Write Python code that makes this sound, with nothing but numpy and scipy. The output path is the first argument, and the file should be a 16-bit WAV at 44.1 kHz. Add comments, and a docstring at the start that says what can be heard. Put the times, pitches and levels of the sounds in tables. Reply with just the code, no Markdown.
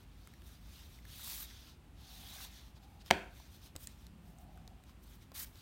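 """Playing cards on a felt table, close by, over steady low ventilation rumble and faint air hiss.
Shaped friction noise slides cards throughout; noise cracks are edges, short partials are fingertip taps.
A deck is spread into a ribbon of flicks, then scooped up; a faint hollow whirr (band noise) swells twice.
Force pulses through deck and table resonances knock the deck once; it is squared in the hands with ticks
and slides, forearms murmur, the whirr returns, and near the end the top card hisses off, brightening."""
import sys
import numpy as np
from scipy import signal
from scipy.fft import rfft, irfft, next_fast_len
from scipy.io import wavfile
from scipy.ndimage import uniform_filter1d, map_coordinates

SR = 44100
rng = np.random.default_rng(int(sys.argv[2]) if len(sys.argv) > 2 else 0)


def dump_mix(stems):
    """Bounce the given channels to the path in sys.argv[1] as a 16-bit WAV at rate SR."""
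    frames = np.atleast_2d(stems).T  # one column per channel
    limited = np.clip(frames, -1, 1)  # hard clip at full scale
    pcm = np.round(limited * 32767).astype(np.int16)
    wavfile.write(sys.argv[1], SR, pcm)


N = 247401

# Ventilation rumble, air hiss: (frequency [Hz], relative level per Hz [dB])
RUMBLE_SPECTRUM = [(20, -52), (30, -18), (42, -7.5), (52, 3.5), (70, -2), (90, -4.5), (125, -10.5),
                   (200, -13.5), (280, -17.5), (400, -26), (600, -49.5), (1200, -79)]
AIR_SPECTRUM = [(150, -3), (350, -5.5), (550, -4.5), (850, -4.5), (1300, -7.5), (2000, -11), (2800, -10),
                (4000, -15.5), (6000, -20.5), (9000, -20.5), (15800, -23)]
# Hollow whirr: (peak time [s], rise [s], fall [s], peak rms level [dB], pitch [Hz])
WHIRRS = [(2.24, .36, 0.34, -69, 770), (2.92, 0.23, .15, -68.5, 810), (4.53, 0.29, .34, -66, 738)]
# Forearms shifting on the table: (time [s], rms level [dB])
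LEAN = [(3.95, -82), (4.1, -60), (4.25, -61), (4.6, -65), (4.8, -75)]
# Reverberation: (frequency [Hz], t60 [s])
ROOM_T60 = [(100, 0.392), (300, 0.36), (800, 0.4), (2000, 0.448), (3200, 0.37), (6000, 0.42), (15000, 0.54)]
# Wall reflection: (frequency [Hz], relative level [dB])
WALLS = [(100, 4), (600, -3), (1500, -6.5), (2700, -5), (4500, -11), (9000, -9.5), (16000, -9)]
# Fingertips tapping cards: (time [s], relative level [dB], centre pitch [Hz])
TAPS = [(0.2738, -50, 1570), (0.3376, -52.5, 1940), (0.4199, -55.5, 2300), (0.4914, -55.5, 1580),
        (0.9877, -55, 2180), (1.0525, -52, 1700), (1.195, -50, 1360), (1.274, -49, 1200),
        (1.3219, -48, 1070), (2.385, -49.5, 1600), (2.405, -48, 1350), (3.4007, -52.5, 895),
        (3.873, -54, 1780), (4.575, -55, 1403), (4.8944, -59, 1195), (5.4455, -46, 1700)]
# Card edges snapping: (time [s], relative level [dB], deck nudge re crack [dB], ring pitch [Hz])
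SNAPS = [(0.2732, -40, -25, 11000), (3.0615, -38, -9, 3210), (3.7544, -39.5, 4.5, 3420),
         (3.7625, -23, -13.5, 4500), (3.8718, -24, -28, 6800), (4.067, -37.5, -22, 3710),
         (4.3854, -46.5, -14, 8450), (4.6768, -36, -11.5, 5000), (4.8379, -42, -18, 3080),
         (5.3179, -39.5, -1.5, 4190), (5.5568, -44, -3, 3500)]
# Edge crack and rattle colour: (frequency [Hz], relative level per Hz [dB])
EDGE_SPECTRUM = [(300, -40.5), (1500, -5), (2600, -8.5), (4000, -1.5), (5500, -5.5), (7200, -1.5),
                 (10000, -6.5), (13500, -3), (16000, -13.5)]
# Deck spread into a ribbon: (start [s], end [s])
RIBBON_SPAN_S = (1.16, 1.4)
# Cards on felt, cards on cards: (frequency [Hz], relative level per Hz [dB])
FELT_SPECTRUM = [(200, -46.5), (600, -8), (1200, -4.5), (2300, -2.5), (2800, -2.5), (3600, 4), (4500, 0),
                 (6200, -2.5), (7500, -10.5), (10000, -12.5), (16000, -13.5)]
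GLAZE_SPECTRUM = [(300, -34), (1000, -12), (2500, -7.5), (4500, -5), (6500, -2.5), (9000, 0.5), (12000, 3),
                  (14500, 4.5), (16000, 1)]
# Hand sweeps, spreading and scooping: (time [s], relative felt rub [dB], relative card hiss [dB])
SPREAD = [(1.02, -75, -98), (1.088, -60.5, -63.5), (1.318, -52, -46), (1.392, -55.5, -50),
          (1.424, -53, -47), (1.476, -60.5, -72), (1.7, -62, -72), (1.748, -72, -90), (1.78, -89, -95)]
SCOOP = [(1.93, -85, -95), (2.0, -65, -77), (2.138, -59.5, -63), (2.21, -59, -62), (2.452, -52.5, -55.5),
         (2.49, -74, -79)]
# Short slides: (time of greatest speed [s], length [s], relative rub [dB], relative hiss [dB])
SLIDES = [(0.01, .1, -72, -74.5), (0.295, .34, -71, -76), (0.475, 0.049, -66, -62.5),
          (0.527, .14, -66, -67), (0.79, .24, -62, -66), (0.946, 0.15, -66, -68), (1.503, 0.075, -69, -82),
          (2.565, 0.17, -59.5, -67.5), (2.675, 0.1, -69.5, -75), (2.771, 0.036, -66.5, -76),
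          (2.841, 0.037, -70, -74.5), (2.92, .18, -76.5, -79), (3.016, 0.028, -62, -77),
          (3.077, 0.039, -59.5, -66), (3.376, 0.1, -65, -69), (3.447, .12, -65.5, -71),
          (3.55, 0.096, -66.5, -68), (3.659, 0.088, -62, -65.5), (3.835, 0.062, -63.5, -56),
          (3.907, .09, -66, -71), (4.02, 0.16, -70.5, -74), (4.3, 0.11, -76.5, -72),
          (4.417, 0.055, -78, -67), (4.581, .16, -77, -82), (4.898, .06, -69.5, -73),
          (5.038, 0.021, -73.5, -65), (5.128, 0.13, -68, -66.5), (5.23, 0.046, -64.5, -72.5),
          (5.466, 0.069, -67, -68), (5.6, 0.114, -63.5, -69.5)]
# Deck edge contacts, a few cards ahead of the bulk: (time [s], relative strength [dB], contact time [s])
LANDING = [(3.1053, -22.5, 0.000036), (3.106, -13.5, .0005), (3.109, -9.5, 0.00021), (3.11, -2.5, 0.000056),
           (3.1110, 4.5, 0.00034)]
# Deck and table-top resonances: (frequency [Hz], width [Hz], relative level [dB])
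DECK_MODES = [(82, 16, -11), (213, 17, -2), (306, 25, -14), (387.5, 36, 0), (546, 50, -1.5), (712, 110, 3),
              (936, 170, -3.5), (1560, 310, 3), (2240, 380, -1), (2560, 350, -7), (3140, 290, -1.5),
              (4300, 210, -4), (5750, 240, -13.5), (7046, 1100, -24.5), (11440, 5800, -26.5)]
# Straggling single cards, brighter than the deck: (frequency [Hz], relative level [dB])
STRAGGLE = [(300, -30.5), (1200, -4), (3000, 1.5), (6000, -0.5), (16000, -1)]
# Microphone, narrow treble dip: (frequency [Hz], level [dB])
MICROPHONE = [(9000, -0.5), (9800, 0), (10400, -5), (11200, -1.5)]

TOP_HZ = 15900
SLIDE_RISE, SLIDE_FALL, SLIDE_SHAPE = 0.6, 0.4, 1.74  # shares of length; roundness exponent
DRAW_START_S, DRAW_LENGTH_S, DRAW_ATTACK_S, DRAW_RELEASE_S = 5.337, 0.093, 0.016, 0.026
DRAW_RUB_DB, DRAW_END_HISS_DB, DRAW_BRIGHTENS_DB_PER_S = -52, -42, 75


def amp(db):
    """Decibels to gain."""
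    return 10 ** (np.asarray(db) / 20)


def unit(x):
    """Scale to rms 1."""
    return x / np.sqrt(np.mean(x ** 2) + 1e-20)


def along(points, hz):
    """Interpolate (Hz, value) points on a log axis."""
    f, v = np.transpose(points)
    return np.interp(np.log(hz + 1), np.log(f + 1), v)


def wobble(knots_per_s):
    """Smooth random curve."""
    knots = rng.standard_normal(int(N * knots_per_s / SR) + 4)
    return map_coordinates(knots, [np.arange(N) * knots_per_s / SR])


def filtered(x, response):
    """Multiply the spectrum of x by a function of frequency."""
    size = next_fast_len(N + SR // 2)
    return irfft(rfft(x, size) * response(np.fft.rfftfreq(size, 1 / SR)), size)[:N]


def coloured(x, spectrum):
    """Shape x by (Hz, dB) points."""
    return filtered(x, lambda hz: amp(along(spectrum, hz)))


def noise(spectrum):
    """Coloured noise of rms 1."""
    return unit(coloured(rng.standard_normal(N), spectrum))


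def add(track, time_s, sound):
    """Mix a short sound in, cut at the track's end."""
    part = track[round(time_s * SR):][:len(sound)]
    part += sound[:len(part)]


def ventilation(rumble_db=-56.0, air_db=-68):
    """Steady noise: low rumble and faint air hiss."""
    return amp(rumble_db) * noise(RUMBLE_SPECTRUM) + amp(air_db) * noise(AIR_SPECTRUM)


def whirr(width_hz=150, fade_db=11):
    """Narrow noise bands swell and fade, fade_db down one rise or fall time from the peak."""
    t = np.arange(N) / SR
    out = np.zeros(N)
    for peak_s, rise_s, fall_s, db, pitch_hz in WHIRRS:
        band = filtered(rng.standard_normal(N), lambda hz: 1 / (1 + (2 * (hz - pitch_hz) / width_hz) ** 2))
        distance = (t - peak_s) / np.where(t < peak_s, rise_s, fall_s)
        out += unit(band) * amp(db - fade_db * distance ** 2)
    return out


def forearms():
    """Sleeves drag on the table: low noise murmurs faintly from its top."""
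    s, db = np.transpose(LEAN)
    level = amp(np.interp(np.arange(N) / SR, s, db, left=-120, right=-120))
    return level * noise([(80, -31.0), (130, -11.5), (160, -2.5), (206, -2.5), (240, -13.5),
                          (400, -28.0), (1500, -56)])


def room(x, wet_db=-8, delay_s=0.009, build_s=0.0028):
    """Walls answer after a short gap with a noise tail whose decay time varies with frequency."""
    hz, t, z = signal.stft(rng.standard_normal((SR * 3) // 4), SR, nperseg=256)
    decay = amp(-60 * t / along(ROOM_T60, hz)[:, None])
    tail = signal.istft(z * decay, SR, nperseg=256)[1]
    tail *= 1 - np.exp(-np.arange(len(tail)) / SR / build_s)
    tail = np.pad(tail / np.linalg.norm(tail), (round(delay_s * SR), 0))
    return amp(wet_db) * coloured(signal.fftconvolve(x, tail)[:N], WALLS)


def nearby(x, early_db=-19, life_s=0.0086):
    """Hands and table rail scatter the sound within milliseconds: dense random echoes."""
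    t = np.arange(SR // 30) / SR
    echoes = rng.standard_normal(len(t)) * t * np.exp(-2 * t / life_s)
    return amp(early_db) * signal.fftconvolve(x, echoes / np.linalg.norm(echoes))[:N]


def taps(ring_db=-6, tick_db=-7, ring_t60_s=0.028, tick_t60_s=0.009, detune=0.148, count=7):
    """A fingertip makes a held card ring briefly: scattered damped partials plus a noise tick."""
    t = np.arange(SR // 10) / SR
    damping = amp(-60 * t / ring_t60_s)
    out = np.zeros(N)
    for s, db, hz in TAPS:
        partials_hz = hz * np.exp(detune * rng.standard_normal((count, 1)))
        phases = rng.random((count, 1))  # cycles
        ring = np.sin(2 * np.pi * (partials_hz * t + phases)).sum(0) / np.sqrt(count)
        tick = rng.standard_normal(len(t)) * amp(tick_db - 60 * t / tick_t60_s)
        add(out, s, amp(db) * (amp(ring_db) * ring * damping + tick))
    return out


def snaps(crack_t60_s=0.0066, knock_t60_s=0.03, edge_db=-2, ring_db=3, knock_db=2):
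    """A card edge slips off its neighbour with a dry crack and nudges the deck."""
    t = np.arange(SR // 20) / SR
    onset = 1 - np.exp(-t / 0.0004)
    cracks, knocks = np.zeros(N), np.zeros(N)
    for s, db, nudge_db, hz in SNAPS:
        crack, nudge = rng.standard_normal((2, len(t)))
        crack *= onset * amp(db + edge_db - 60 * t / crack_t60_s)
        ring = signal.lfilter(*signal.iirpeak(hz, 2, SR), crack)  # free length of card sets the pitch
        add(cracks, s, crack + amp(ring_db) * ring)
        add(knocks, s, amp(db + nudge_db + knock_db - 60 * t / knock_t60_s) * nudge)
    dull = [(100, 9.0), (500, -1.5), (1200, -6.5), (2500, -16.0), (8000, -43.5)]
    return coloured(cracks, EDGE_SPECTRUM) + coloured(knocks, dull)


def ribbon(level_db=-39, t60_s=0.0054, spread_db=2.0, count=52):
    """Cards peel off the moving deck one by one, fastest in mid sweep and loudest a little later."""
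    t = np.arange(SR // 50) / SR
    start_s, end_s = RIBBON_SPAN_S
    out = np.zeros(N)
    for place, (slip, size) in zip(np.linspace(0, 1, count), rng.standard_normal((count, 2))):
        jittered = place + slip / count / 2
        phase = np.arccos(np.clip(1 - 2 * jittered, -1, 1)) / np.pi
        flick = rng.standard_normal(len(t)) * amp(level_db + spread_db * size - 60 * t / t60_s)
        add(out, start_s + phase * (end_s - start_s), np.sin(np.pi * phase) * phase * flick)
    return coloured(out, [(300, -28), (1000, -16), (2000, -22), (4000, 9.5), (8000, -1), (15000, -0.5)])


def patchy(x, depth_db):
    """The contact shifts as a card moves, so the colour of its rush keeps changing."""
    z = signal.stft(x, nperseg=512)[2]
    field = uniform_filter1d(rng.standard_normal(z.shape), size=7, axis=0)
    field = uniform_filter1d(field, size=7, axis=1)
    return signal.istft(z * amp(depth_db * unit(field)), nperseg=512)[1][:N]


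def friction(spectrum, slips_per_s, grain_db, flutter_db):
    """Countless tiny slips: a smooth rush with single ones added, under uneven pressure; rms 1."""
    slips = rng.standard_normal(N) * (rng.random(N) < slips_per_s / SR)
    rush = patchy(rng.standard_normal(N) + amp(grain_db) * unit(slips), depth_db=2.0)
    return unit(coloured(rush, spectrum) * amp(flutter_db * wobble(110)))


def sweep(curve):
    """Rub and hiss gains along a long movement of the hand."""
    s, *levels = np.transpose(curve)
    return amp([np.interp(np.arange(N) / SR, s, db, left=-120, right=-120) for db in levels])


def sliding(rub_db=1.0, hiss_db=2, spread_trim_db=(-0.95, 1.4), scoop_trim_db=(0, 1.5), unsteady_db=0.64):
    """Cards drag dully over felt and fingers, hiss over each other; short slides stop faster than they start."""
    t = np.arange(N) / SR
    power = np.zeros((2, N))
    for s, length_s, slide_rub_db, slide_hiss_db in SLIDES:
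        share = np.where(t < s, SLIDE_RISE, SLIDE_FALL)
        speed = np.exp(-np.abs((t - s) / length_s / share) ** SLIDE_SHAPE)
        power += (amp([[slide_rub_db], [slide_hiss_db]]) * speed) ** 2
    gains = np.sqrt(power) * amp(unsteady_db * wobble(25))
    gains += amp(spread_trim_db)[:, None] * sweep(SPREAD)
    gains += amp(scoop_trim_db)[:, None] * sweep(SCOOP)
    rub, hiss = gains
    felt = friction(FELT_SPECTRUM, slips_per_s=1000, grain_db=-10.5, flutter_db=0.75)
    glaze = friction(GLAZE_SPECTRUM, slips_per_s=2500, grain_db=-16.0, flutter_db=1.6)
    return amp(rub_db) * rub * felt + amp(hiss_db) * hiss * glaze


def stroke(start_s, length_s, attack_s, release_s):
    """A movement speeds up, holds until its length is over and comes to rest."""
    t = np.arange(N) / SR - start_s
    return np.clip(t / attack_s, 0, 1) * np.clip(1 - (t - length_s) / release_s, 0, 1)


def draw():
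    """The top card scrapes out from under the thumb, hissing more as it gathers speed."""
    before_end_s = np.clip(np.arange(N) / SR - DRAW_START_S - DRAW_LENGTH_S, -DRAW_LENGTH_S, 0)
    thumb_spectrum = [(300, -20), (900, -5.5), (2000, 1), (2900, -7), (3900, 3.5), (7000, -9), (16000, -16)]
    thumb = friction(thumb_spectrum, slips_per_s=900, grain_db=-7, flutter_db=2.5)
    glaze = friction(GLAZE_SPECTRUM, slips_per_s=2500, grain_db=-18, flutter_db=1.2)
    motion = stroke(DRAW_START_S, DRAW_LENGTH_S, DRAW_ATTACK_S, DRAW_RELEASE_S)
    hiss = amp(DRAW_END_HISS_DB + DRAW_BRIGHTENS_DB_PER_S * before_end_s) * glaze
    return motion * (amp(DRAW_RUB_DB) * thumb + hiss)


def rattle(level_db=-28, t60_s=0.0042, rise_s=0.00046):
    """After each contact the loose cards chatter against each other: short noise bursts."""
    t = np.arange(SR // 10) / SR
    out = np.zeros(N)
    for s, db, _ in LANDING:
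        decay = amp(level_db + db / 2 - 60 * t / t60_s)
        add(out, s, decay * (1 - np.exp(-t / rise_s)) * rng.standard_normal(len(t)))
    return coloured(out, EDGE_SPECTRUM)


def deck_body(hz):
    """Damped resonances of the deck and the table under it."""
    return sum(amp(db) * 1j * hz * w / (c * c - hz * hz + 1j * hz * w) for c, w, db in DECK_MODES)


def knock(level_db=19, scatter_db=-5, scatter_s=0.0012, room_db=1):
    """The deck's edge strikes the table in several quick contacts; longer contacts are duller."""
    t = np.arange(SR // 50) / SR
    out = np.zeros(N)
    for s, db, contact_s in LANDING:
        push = np.exp(-t / contact_s)
        force = np.zeros(N)
        add(force, s, amp(db + level_db) * push / push.sum())
        blow = filtered(force, deck_body)
        lags = rng.standard_normal(len(t)) * np.exp(-t / scatter_s)  # single cards arrive slightly late
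        late = signal.fftconvolve(blow, lags / np.linalg.norm(lags))[:N]
        out += blow + amp(scatter_db) * coloured(late, STRAGGLE) + amp(room_db) * room(blow)
    return out


def scene():
    """Handling and the knock, with near scatter and room, over the background."""
    handling = sliding() + draw() + ribbon() + snaps() + amp(5.5) * taps()
    cards = handling + knock() + rattle()
    background = forearms() + whirr() + ventilation()
    return (cards + nearby(cards) + amp(-1.5) * room(handling) + background)[None]


def record(dry):
    """The microphone colours the treble; nothing passes from TOP_HZ up."""
    return filtered(coloured(dry[0], MICROPHONE), lambda hz: hz < TOP_HZ)[None]


dry = scene()
out = record(dry)
dump_mix(out)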